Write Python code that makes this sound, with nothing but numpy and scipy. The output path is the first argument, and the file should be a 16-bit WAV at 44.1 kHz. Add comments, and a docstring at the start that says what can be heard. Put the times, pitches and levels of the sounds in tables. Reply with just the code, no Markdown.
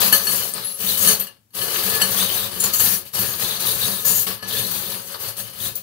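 """Tinkling charms and clacking stones: a hand stirs them in a glass bowl on a wooden table, close to
a stereo microphone. Scattered tiny knocks excite short bundles of modes in charms and stones, the
bowl's ringing modes and the table's rumble; charms jingle and rattle, hollow beads scrape, and
single stronger knocks ring out. The bowl stands nearer the left port, in a small quiet room."""
import sys
import numpy as np
from scipy import signal
from scipy.fft import rfft, irfft, next_fast_len
from scipy.io import wavfile

SR = 44100
rng = np.random.default_rng(int(sys.argv[2]) if len(sys.argv) > 2 else 0)


def amplitude_ratio(level_db):
    """Convert a level in decibels to the matching linear amplitude (field) ratio."""
    exponent = np.asarray(level_db, float) / 20
    return 10 ** exponent


def transcribe(u):
    """Save the signal u as a 16-bit wav file named by the first command-line argument.

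    u: samples, shape (n,) or (channels, n), limited to [-1, 1]; the rate is SR.
    q: integer samples, one column per channel.
    """
    v = np.clip(np.atleast_2d(u).T, -1, 1)
    q = np.round(v * 32767).astype(np.int16)
    wavfile.write(sys.argv[1], SR, q)


N = 256662  # length in samples

# Room and microphone noise. Each row: frequency in Hz, relative level in dB per Hz.
HUSH_SPECTRUM = [(30, -14.5), (121, 1.5), (526, -20), (4650, -25.5), (16000, -21)]
HUSH_DB = -62.5  # over both ports together, before the left one is favoured
# How alike the two ports hear a noise. Each row: frequency in Hz, likeness from 0 to 1.
PORT_LIKENESS = [(60, 0.73), (240, 0.86), (950, 0.06), (3770, 0.0091), (15000, 0.03)]
# The bowl stands nearer the left port. Each row: frequency in Hz, left minus right in dB.
LEFT_LEAD = [(60, 12), (180, 9.5), (550, 10), (1650, 7.5), (4970, 5), (15000, 12.5)]

# Pushes of the hand through the heap. 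Each row: time of the height in seconds, charm level in dB,
# swell before it in seconds, carry after it in seconds, stones moved in dB relative to the charms.
PUSHES = [(0.0, -15.5, .01, 0.08, -11.5), (0.132, -14.5, 0.0068, 0.016, -14), (0.339, -20, 0.17, 0.15, -12),
          (0.544, -29, 0.0037, 0.092, -8), (.70, -34, 0.051, 0.098, -12.5),
          (0.9, -20.5, 0.11, 0.048, -13.5), (1.084, -15.5, 0.11, 0.028, -11.5),
          (1.199, -25.5, 0.005, 0.0052, -12.5), (1.621, -25, 0.072, 0.12, -9), (1.78, -24, 0.11, 0.055, -9),
          (1.938, -19, 0.11, 0.022, -11), (2.019, -21.5, 0.017, 0.069, -9),
          (2.19, -19.5, 0.1, 0.058, -12.5), (2.342, -23, 0.13, 0.13, -10.5),
          (2.57, -30.5, 0.056, 0.022, -7.5), (2.604, -22, 0.0054, 0.0078, -15),
          (2.642, -21.5, 0.0055, 0.034, -11.5), (2.74, -21, 0.0065, .05, -18),
          (2.849, -15.5, 0.056, 0.1, -15.5), (3.063, -38.5, 0.0075, 0.0024, -13),
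          (3.199, -21.5, 0.059, 0.38, -10.5), (3.434, -22.5, 0.038, 0.15, -12),
          (3.684, -20, 0.086, 0.042, -12), (3.851, -21, 0.1, 0.29, -11.5), (4.102, -16, 0.052, 0.12, -18),
          (4.273, -24.5, 0.0056, 0.04, -10), (4.43, -44.5, 0.0038, 0.091, 4),
          (4.59, -22.5, 0.11, 0.12, -11.5), (4.745, -26.5, 0.038, 0.11, -10), (4.92, -30, 0.1, 0.099, -9.5),
          (5.118, -34.5, 0.075, 0.04, -7), (5.258, -28, 0.062, 0.029, -10.5),
          (5.39, -28, 0.023, 0.0078, -10.5), (5.471, -39, 0.031, 0.046, -7.5),
          (5.579, -36.5, 0.046, 0.0087, -9), (5.659, -25.5, 0.062, 0.012, -13),
          (5.759, -32, 0.0055, 0.0059, -14)]
ATTACK_DB_PER_S, SWELL_DB_PER_S, SAG_DB_PER_S = 1296, 54.5, 51.5  # setting in, swelling, carrying on
# coming to rest after a push
CHARM_STOP_DB_PER_S, STONE_STOP_DB_PER_S, TABLE_STOP_DB_PER_S = 287.5, 208.5, 175.5

# Colour of the charms. Each row: frequency in Hz, relative level in dB per Hz.
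CHARM_SPECTRUM = [(2650, -21.5), (4500, -6.5), (5210, -13), (6450, -4), (7320, -11), (9310, -3.5),
                  (11700, -1.5), (15700, -3.5)]
# Colour of stones on glass. Each row: frequency in Hz, relative level in dB per Hz.
CLACK_SPECTRUM = [(240, -78.5), (400, -4.5), (781, -6), (1280, -1.5), (1410, -7), (1700, -1), (2010, -7.5),
                  (4470, -1), (5500, -7), (7150, -41.5)]
# Mode pitches of the glass bowl. Each entry: frequency in Hz.
BOWL_HZ = [1085, 1253, 1726, 2820, 3010, 4386, 6035, 7875, 8547, 9424, 10310, 11740]
# The same bowl modes. Each row: relative level in dB, undamped 60 dB decay time in seconds.
BOWL_RINGS = [(-27.5, 0.32), (-17.5, 0.13), (-8, 0.088), (-11.5, 0.066), (-4.5, 0.057), (-4, .1),
              (-13, 0.13), (-9.5, 0.063), (-9.5, 0.042), (-5, 0.11), (-3, 0.098), (-1.5, 0.11)]
# Modes of the table top. Each row: frequency in Hz, relative level in dB, 60 dB decay time in seconds.
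TABLE_MODES = [(109, -4, 0.14), (123, 2, 0.086), (187.9, 2.5, 0.12), (229, -10.5, 0.046), (364.2, -5, 0.15),
               (442, 1, 0.076), (561.2, -6.5, 0.21)]
DEEP_HZ = 150  # modes below this are driven by the wrist
# The wrist leans on the table. Each row: time in seconds, relative drive of the deepest modes in dB.
WRIST_LEAN = [(0, -9), (.9, 0.5), (1.6, -3), (3.0, 1.5), (4.0, 1), (5.2, -1), (5.802, 5)]

# Single knocks. Each row: time in seconds, strength in dB, pitch of the struck piece in Hz,
# its ring in dB relative to the strength, blow on the glass in dB relative to the strength.
KNOCKS = [(0.1263, -3.5, 4385, -6, -4.5), (0.27, -11.5, 4385, -4, -6.5), (1.074, 3.5, 10470, -13.5, -19),
          (1.198, -14.5, 13040, -1, -33), (1.269, -16, 2820, -23, -16.5), (1.506, -39.5, 14200, -24.5, -18),
          (1.615, -13.5, 4323, -13, -6.5), (2.017, -8, 4387, -7, -3.5), (2.6017, -12, 9650, -5, -24),
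          (2.639, 6.5, 7010, -27, -33), (2.7356, -2.5, 13600, -14, -20), (2.8022, -1.5, 13700, -13, -17.5),
          (3.052, -28, 13200, -16, -29), (3.19, -4.5, 13200, -14, -28), (4.051, -3.5, 13300, -11, -37),
          (4.2707, -25.5, 1117, -5, 1.5), (4.394, -38.5, 4440, -9, 4), (4.4265, -21.5, 4230, -22, -6),
          (5.7543, -12, 15050, -9, -49)]
# One charm rattling for a while. Each row: start in seconds, end in seconds, frequency in Hz,
# 60 dB decay time in seconds, level in dB relative to the charms' stirring curve.
RATTLES = [(.5375, .546, 8850, .02, 9), (.64, .69, 11140, .12, 6), (.713, .75, 11140, .12, 1.5),
           (3.822, 3.85, 4386, .04, -9), (1.04, 1.14, 9140, 0.018, -6.5), (1.075, 1.15, 6330, 0.028, -5),
           (2.3, 2.46, 14640, 0.025, -5.5), (2.6, 2.67, 7180, 0.013, -4), (2.735, 2.81, 7020, 0.014, -6),
           (2.9, 3.03, 10320, 0.045, -12), (4.052, 4.2, 6960, 0.012, -10), (4.15, 4.26, 13280, .03, -5),
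           (5.752, 5.79, 14800, .04, -3.5)]
# Hollow beads scraping under the hand. Each row: start in seconds, end in seconds,
# middle pitch in Hz, strongest clink in dB relative to the charms' stirring curve.
BEAD_SPELLS = [(0.568, .72, 4190, -9.5), (.86, 0.962, 3890, -9), (2.169, 2.474, 3725, -8.5),
               (2.686, 2.731, 3790, -7.5), (3.41, 3.53, 3816, -7.5), (3.534, 3.85, 3910, -10.5),
               (3.92, 3.989, 3800, -11), (4.487, 4.65, 3780, -7), (4.669, 4.95, 3670, -13),
               (5.589, 5.704, 3660, -12)]


def rms_one(x):
    """Scale to rms 1."""
    return x / np.sqrt(np.mean(x ** 2) + 1e-20)


def at_hz(points, hz):
    """Read a spectrum on a log-frequency axis."""
    table_hz, values = np.array(points).T
    return np.interp(np.log(np.maximum(hz, 1)), np.log(table_hz), values)


def coloured(x, spectrum):
    """Weight a sound by a spectrum in dB."""
    size = next_fast_len(N + 4096)
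    gain = amplitude_ratio(at_hz(spectrum, np.fft.rfftfreq(size, 1 / SR)))
    return irfft(rfft(x, size) * gain, size)[..., :N]


def pair(size):
    """Noise at two ports, as spectra: mid and side are weighted by the ports' likeness at each pitch."""
    mid, side = rfft(rng.standard_normal((2, size)))
    alike = np.clip(at_hz(PORT_LIKENESS, np.fft.rfftfreq(size, 1 / SR)), 0, 1)
    return np.sqrt(1 + alike) * mid + np.sqrt(1 - alike) * side * [[1], [-1]]


def hush():
    """Steady coloured noise of room and microphone, stronger at the left port."""
    noise = rms_one(coloured(irfft(pair(N), N), HUSH_SPECTRUM))
    return amplitude_ratio(HUSH_DB) * noise * amplitude_ratio([[3.0], [-3.0]])


def stirring(peaks_db, stop_db_per_s):
    """Each push sets in fast, swells, sags while it carries on, then stops; pushes add in power."""
    s, _, swell, carry, _ = np.transpose(PUSHES)[:, :, None]
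    late = np.arange(0, N + 64, 64) / SR - s
    before = SWELL_DB_PER_S * np.clip(-late, 0, swell) + ATTACK_DB_PER_S * np.maximum(-late - swell, 0)
    after = SAG_DB_PER_S * np.clip(late, 0, carry) + stop_db_per_s * np.maximum(late - carry, 0)
    power = np.sum(amplitude_ratio(peaks_db[:, None] - before - after) ** 2, axis=0)
    level_db = 10 * np.log10(power + 1e-12)
    return np.interp(np.arange(N) / 64, np.arange(len(power)), level_db)


def steady(make, level_db):
    """Play a linear body with its clicks scaled by a level curve, so that rings outlast the stroke."""
    state = rng.bit_generator.state
    loudness = np.sqrt(np.mean(make(1) ** 2))
    rng.bit_generator.state = state  # the same draws again, now under the curve
    return make(amplitude_ratio(level_db)) / loudness


def contacts(per_s, spread_db):
    """Random tiny knocks of very unequal size; rms 1."""
    sizes = amplitude_ratio(spread_db * np.minimum(rng.exponential(1, N), 5)) * rng.choice([-1, 1], N)
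    return rms_one(sizes * (rng.random(N) < per_s / SR))


def wander(per_s, spread_db):
    """A gain that drifts at random."""
    steps = rng.standard_normal(400)
    return amplitude_ratio(spread_db * np.interp(np.arange(N) / SR * per_s, np.arange(len(steps)), steps))


def heap(clicks, t60, snap, count, patchy_db=0):
    """Knocks are dealt to small objects, each with its own colour and busy spells:
    a sharp snap, then a dense bundle of quickly dying modes."""
    dealt = rng.integers(0, count, N)
    t = np.arange(4096) / SR
    bands = np.linspace(0, 24, len(t) // 2 + 1)
    decay = amplitude_ratio(-60 * t / t60) + snap * amplitude_ratio(-60 * t / 0.00065)
    out = 0
    for k in range(count):
        colour = amplitude_ratio(patchy_db * np.interp(bands, np.arange(25), rng.standard_normal(25)))
        body = irfft(pair(len(t)) * colour) * decay
        body = rms_one(body) / np.sqrt(len(t))
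        busy = clicks * (dealt == k) * wander(14, patchy_db)
        out = out + signal.fftconvolve(busy[None], body, axes=1)[:, :N]
    return out


def charm_tinkle(level_db):
    """Tiny knocks among the charms excite twelve bright bodies."""
    def make(gain):
        clicks = gain * contacts(900, 1.3)
        return coloured(heap(clicks, 0.1, 2.7, count=12, patchy_db=2.0), CHARM_SPECTRUM)
    return steady(make, level_db)


def stone_clack(level_db):
    """Tiny knocks of stones on the glass excite fourteen bodies, more unevenly than the charms."""
    def make(gain):
        clicks = gain * contacts(900, 2.37)
        return coloured(heap(clicks, 0.096, 1.2, count=14, patchy_db=4.0), CLACK_SPECTRUM)
    return steady(make, level_db + 4.0)


def ring(clicks, hz, t60):
    """A unit click sets a damped sine of starting height 1 ringing."""
    r, w = amplitude_ratio(-60 / (max(t60, .005) * SR)), 2 * np.pi * hz / SR
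    return signal.lfilter([0, np.sin(w)], [1, -2 * r * np.cos(w), r * r], clicks + 1e-18)


def struck(clicks, modes, max_lag_s):
    """Every mode rings; it reaches the left port up to a quarter cycle late."""
    out = np.zeros((2, N))
    for hz, level_db, t60 in modes:
        tone = amplitude_ratio(level_db) * ring(clicks(), hz, t60)
        lag = round(SR * min(max_lag_s, 1 / (4 * hz)))
        out += [np.pad(tone, (lag, 0))[:N], tone]
    return out


def bowl(damping):
    """The bowl's modes as (Hz, dB, t60 s); the heap sliding on the glass shortens the rings."""
    return [(hz, db, t60 * damping) for hz, (db, t60) in zip(BOWL_HZ, BOWL_RINGS)]


def stirred_glass(level_db):
    """Drifting streams of knocks keep the damped bowl modes ringing."""
    def make(gain):
        return struck(lambda: gain * contacts(300, 1.7) * wander(7, 6.0), bowl(0.75), .0003)
    return steady(make, level_db + 0.5)


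def table_rumble(level_db):
    """Knocks drive the upper modes of the table top; the leaning wrist drives the deepest."""
    deep = [mode for mode in TABLE_MODES if mode[0] < DEEP_HZ]
    high = [mode for mode in TABLE_MODES if mode[0] >= DEEP_HZ]

    def make_high(gain):
        return struck(lambda: gain * contacts(600, 4.0) * wander(9, 2.5), high, 0.0003)

    def make_deep(gain):
        return struck(lambda: gain * contacts(300, 2.4), deep, 0.0003)

    rumble = steady(make_high, level_db - 1.5)
    lean_db = level_db - 6.0 + np.interp(np.arange(N) / SR, *np.transpose(WRIST_LEAN))
    return rumble + steady(make_deep, lean_db)


def rattles(rows, level_db, per_s):
    """A run of uneven clicks keeps one short mode ringing; the right port hears it up to 0.9 ms late."""
    out = np.zeros((2, N + 4100))
    for start, end, hz, t60, db in rows:
        span = slice(round(start * SR), min(round(end * SR), N))
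        clicks = rng.standard_normal(SR) * (rng.random(SR) < per_s / SR) * np.sqrt(SR / per_s)
        clicks[0] = np.sqrt(SR / per_s)  # the run opens with a click
        clicks = clicks[:span.stop - span.start] * amplitude_ratio(level_db[span] + db)
        clicks = np.pad(clicks, (0, 4000))  # room to ring out
        tone = ring(clicks, hz, t60) / np.sqrt(t60 * SR / 28)  # rms of a ring fed by unit noise
        lag = rng.integers(0, 40)
        out[0, span.start:span.start + len(tone)] += tone
        out[1, span.start + lag:span.start + lag + len(tone)] += tone
    return out[:, :N]


def jingles(level_db, jingle_db, count):
    """Many loose charms rattle briefly, each at a pitch of its own."""
    when, pitch, size, life, run = rng.random((count, 5)).T
    hz = 5000 + 10600 * pitch
    start = when * (N / SR - .01)
    end = start + .02 + .12 * run
    t60 = .01 + .06 * life
    db = jingle_db + at_hz(CHARM_SPECTRUM, hz) - 8.0 * size
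    return rattles(zip(start, end, hz, t60, db), level_db, 300)


def room(x, t60):
    """A short dull tail of decaying noise, its own at each port."""
    t = np.arange(int(.4 * SR)) / SR
    tail = rng.standard_normal((2, len(t))) * amplitude_ratio(-60 * t / t60) * (t > .004)
    tail = signal.lfilter([.5], [1, -.5], tail) / np.sqrt(t60 * SR / 14)
    return signal.fftconvolve(x, tail, axes=1)[:, :N]


def placed_left(near):
    """Nearer the left port: half the level difference is given to one port and taken from the other."""
    lead = np.array(LEFT_LEAD)
    return np.array([coloured(near[0], lead * [1, .5]), coloured(near[1], lead * [1, -.5])])


def ping(s, peak, hz, t60, phase):
    """A piece rings with its close twin mode; the ports hear it in different phase."""
    t = np.arange(min(8000, N - round(s * SR))) / SR
    turn = np.array([[0], [phase]])
    tone = np.sin(2 * np.pi * hz * t + turn) + 0.57 * np.sin(2 * np.pi * hz * 1.006 * t - turn)
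    return peak * tone * amplitude_ratio(-60 * t / t60) * (1 - np.exp(-t / .0015))


def knocks():
    """Each knock rings one piece, cracks, and bounces on the glass."""
    rings, crack, blows = np.zeros((2, N)), np.zeros(N), np.zeros(N)
    phases = rng.uniform(1, 2, len(KNOCKS))
    for (s, peak_db, hz, ring_db, glass_db), phase in zip(KNOCKS, phases):
        at = round(s * SR)
        t60 = 0.17 * min(hz / 4400, 4400 / hz) ** 0.27
        tone = ping(s, amplitude_ratio(peak_db + ring_db), hz, t60, phase)
        rings[:, at:at + tone.shape[1]] += tone
        crack[at] = amplitude_ratio(peak_db)
        # gentler blows stay in contact longer and sound duller
        touch = np.hanning(2 + max(1, round(SR * .00005 * amplitude_ratio(-.3 * peak_db))))
        touch_times = np.cumsum([0, *rng.uniform(.004, .012, 2)])  # the piece bounces twice
        for bounce, late in enumerate(touch_times):
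            blow = amplitude_ratio(peak_db + glass_db - 4.8 * bounce) * touch / touch.sum()
            blows[at + round(late * SR):][:len(touch)] += blow

    def uneven_blows():
        """Each bowl mode takes up the blows a little differently."""
        return blows * np.repeat(amplitude_ratio(rng.normal(0, 3.0, N // 128 + 1)), 128)[:N]

    glass = struck(uneven_blows, bowl(1), .0003)
    clack = coloured(heap(blows, 0.3, 9.0, count=1), CLACK_SPECTRUM)
    cracks = coloured(heap(crack, 0.05, 3.0, count=4), CHARM_SPECTRUM)
    return rings + amplitude_ratio(-1.0) * glass + amplitude_ratio(18.0) * clack + amplitude_ratio(11.0) * cracks


def charm_rattles(level_db):
    """Single charms rattle for a while, each run of clicks feeding one mode."""
    return rattles(RATTLES, level_db, 1100)


def beads(level_db):
    """Each spell is a scatter of short clinks, every one at its own pitch near the spell's."""
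    clinks_per_s, pitch_spread, middle_t60_s = 260, 0.071, 0.018  # at most 80 clinks a spell
    rows = []
    for start, end, hz, db in BEAD_SPELLS:
        draws = np.column_stack([rng.random((80, 3)), rng.standard_normal(80)])
        for when, run, size, pitch in draws[:round(clinks_per_s * (end - start))]:
            s = start + when * (end - start)
            clink_hz = hz * np.exp(pitch_spread * pitch)
            rows.append((s, s + .005 + .02 * run, clink_hz, middle_t60_s * (.5 + run), db - 9.7 * size))
    return rattles(rows, level_db, 650)


def scene():
    """Charms, stones, beads, bowl and table, placed to the left, in the room."""
    _, charms_db, _, _, stones_db = np.transpose(PUSHES)
    tinkle_db = stirring(charms_db, CHARM_STOP_DB_PER_S)
    clack_db = stirring(charms_db + stones_db, STONE_STOP_DB_PER_S)
    rumble_db = stirring(charms_db + stones_db, TABLE_STOP_DB_PER_S) - 3
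    near = charm_tinkle(tinkle_db) + stone_clack(clack_db) + stirred_glass(clack_db)
    near = near + table_rumble(rumble_db) + jingles(tinkle_db, -9.5, count=600)
    near = near + knocks() + charm_rattles(tinkle_db) + beads(tinkle_db)
    near = near + amplitude_ratio(-6.5) * room(near, 0.23)
    return placed_left(near) + hush()


def roll_off(x):
    """The treble ends steeply here."""
    return signal.sosfilt(signal.butter(12, 16810, fs=SR, output="sos"), x)


def record(dry):
    """The microphone drops the deepest bass; peaks are rounded, the top is cut steeply."""
    low_cut_hz, top_cut_hz = 68, 15720
    bass_cut = signal.sosfilt(signal.butter(3, low_cut_hz, "high", fs=SR, output="sos"), dry)
    rounded = 1.6 * np.tanh(bass_cut / 1.6)
    top_cut = signal.sosfilt(signal.ellip(14, .5, 75, top_cut_hz, fs=SR, output="sos"), rounded)
    return roll_off(np.clip(top_cut, -1, 1))


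dry = scene()
out = record(dry)
transcribe(out)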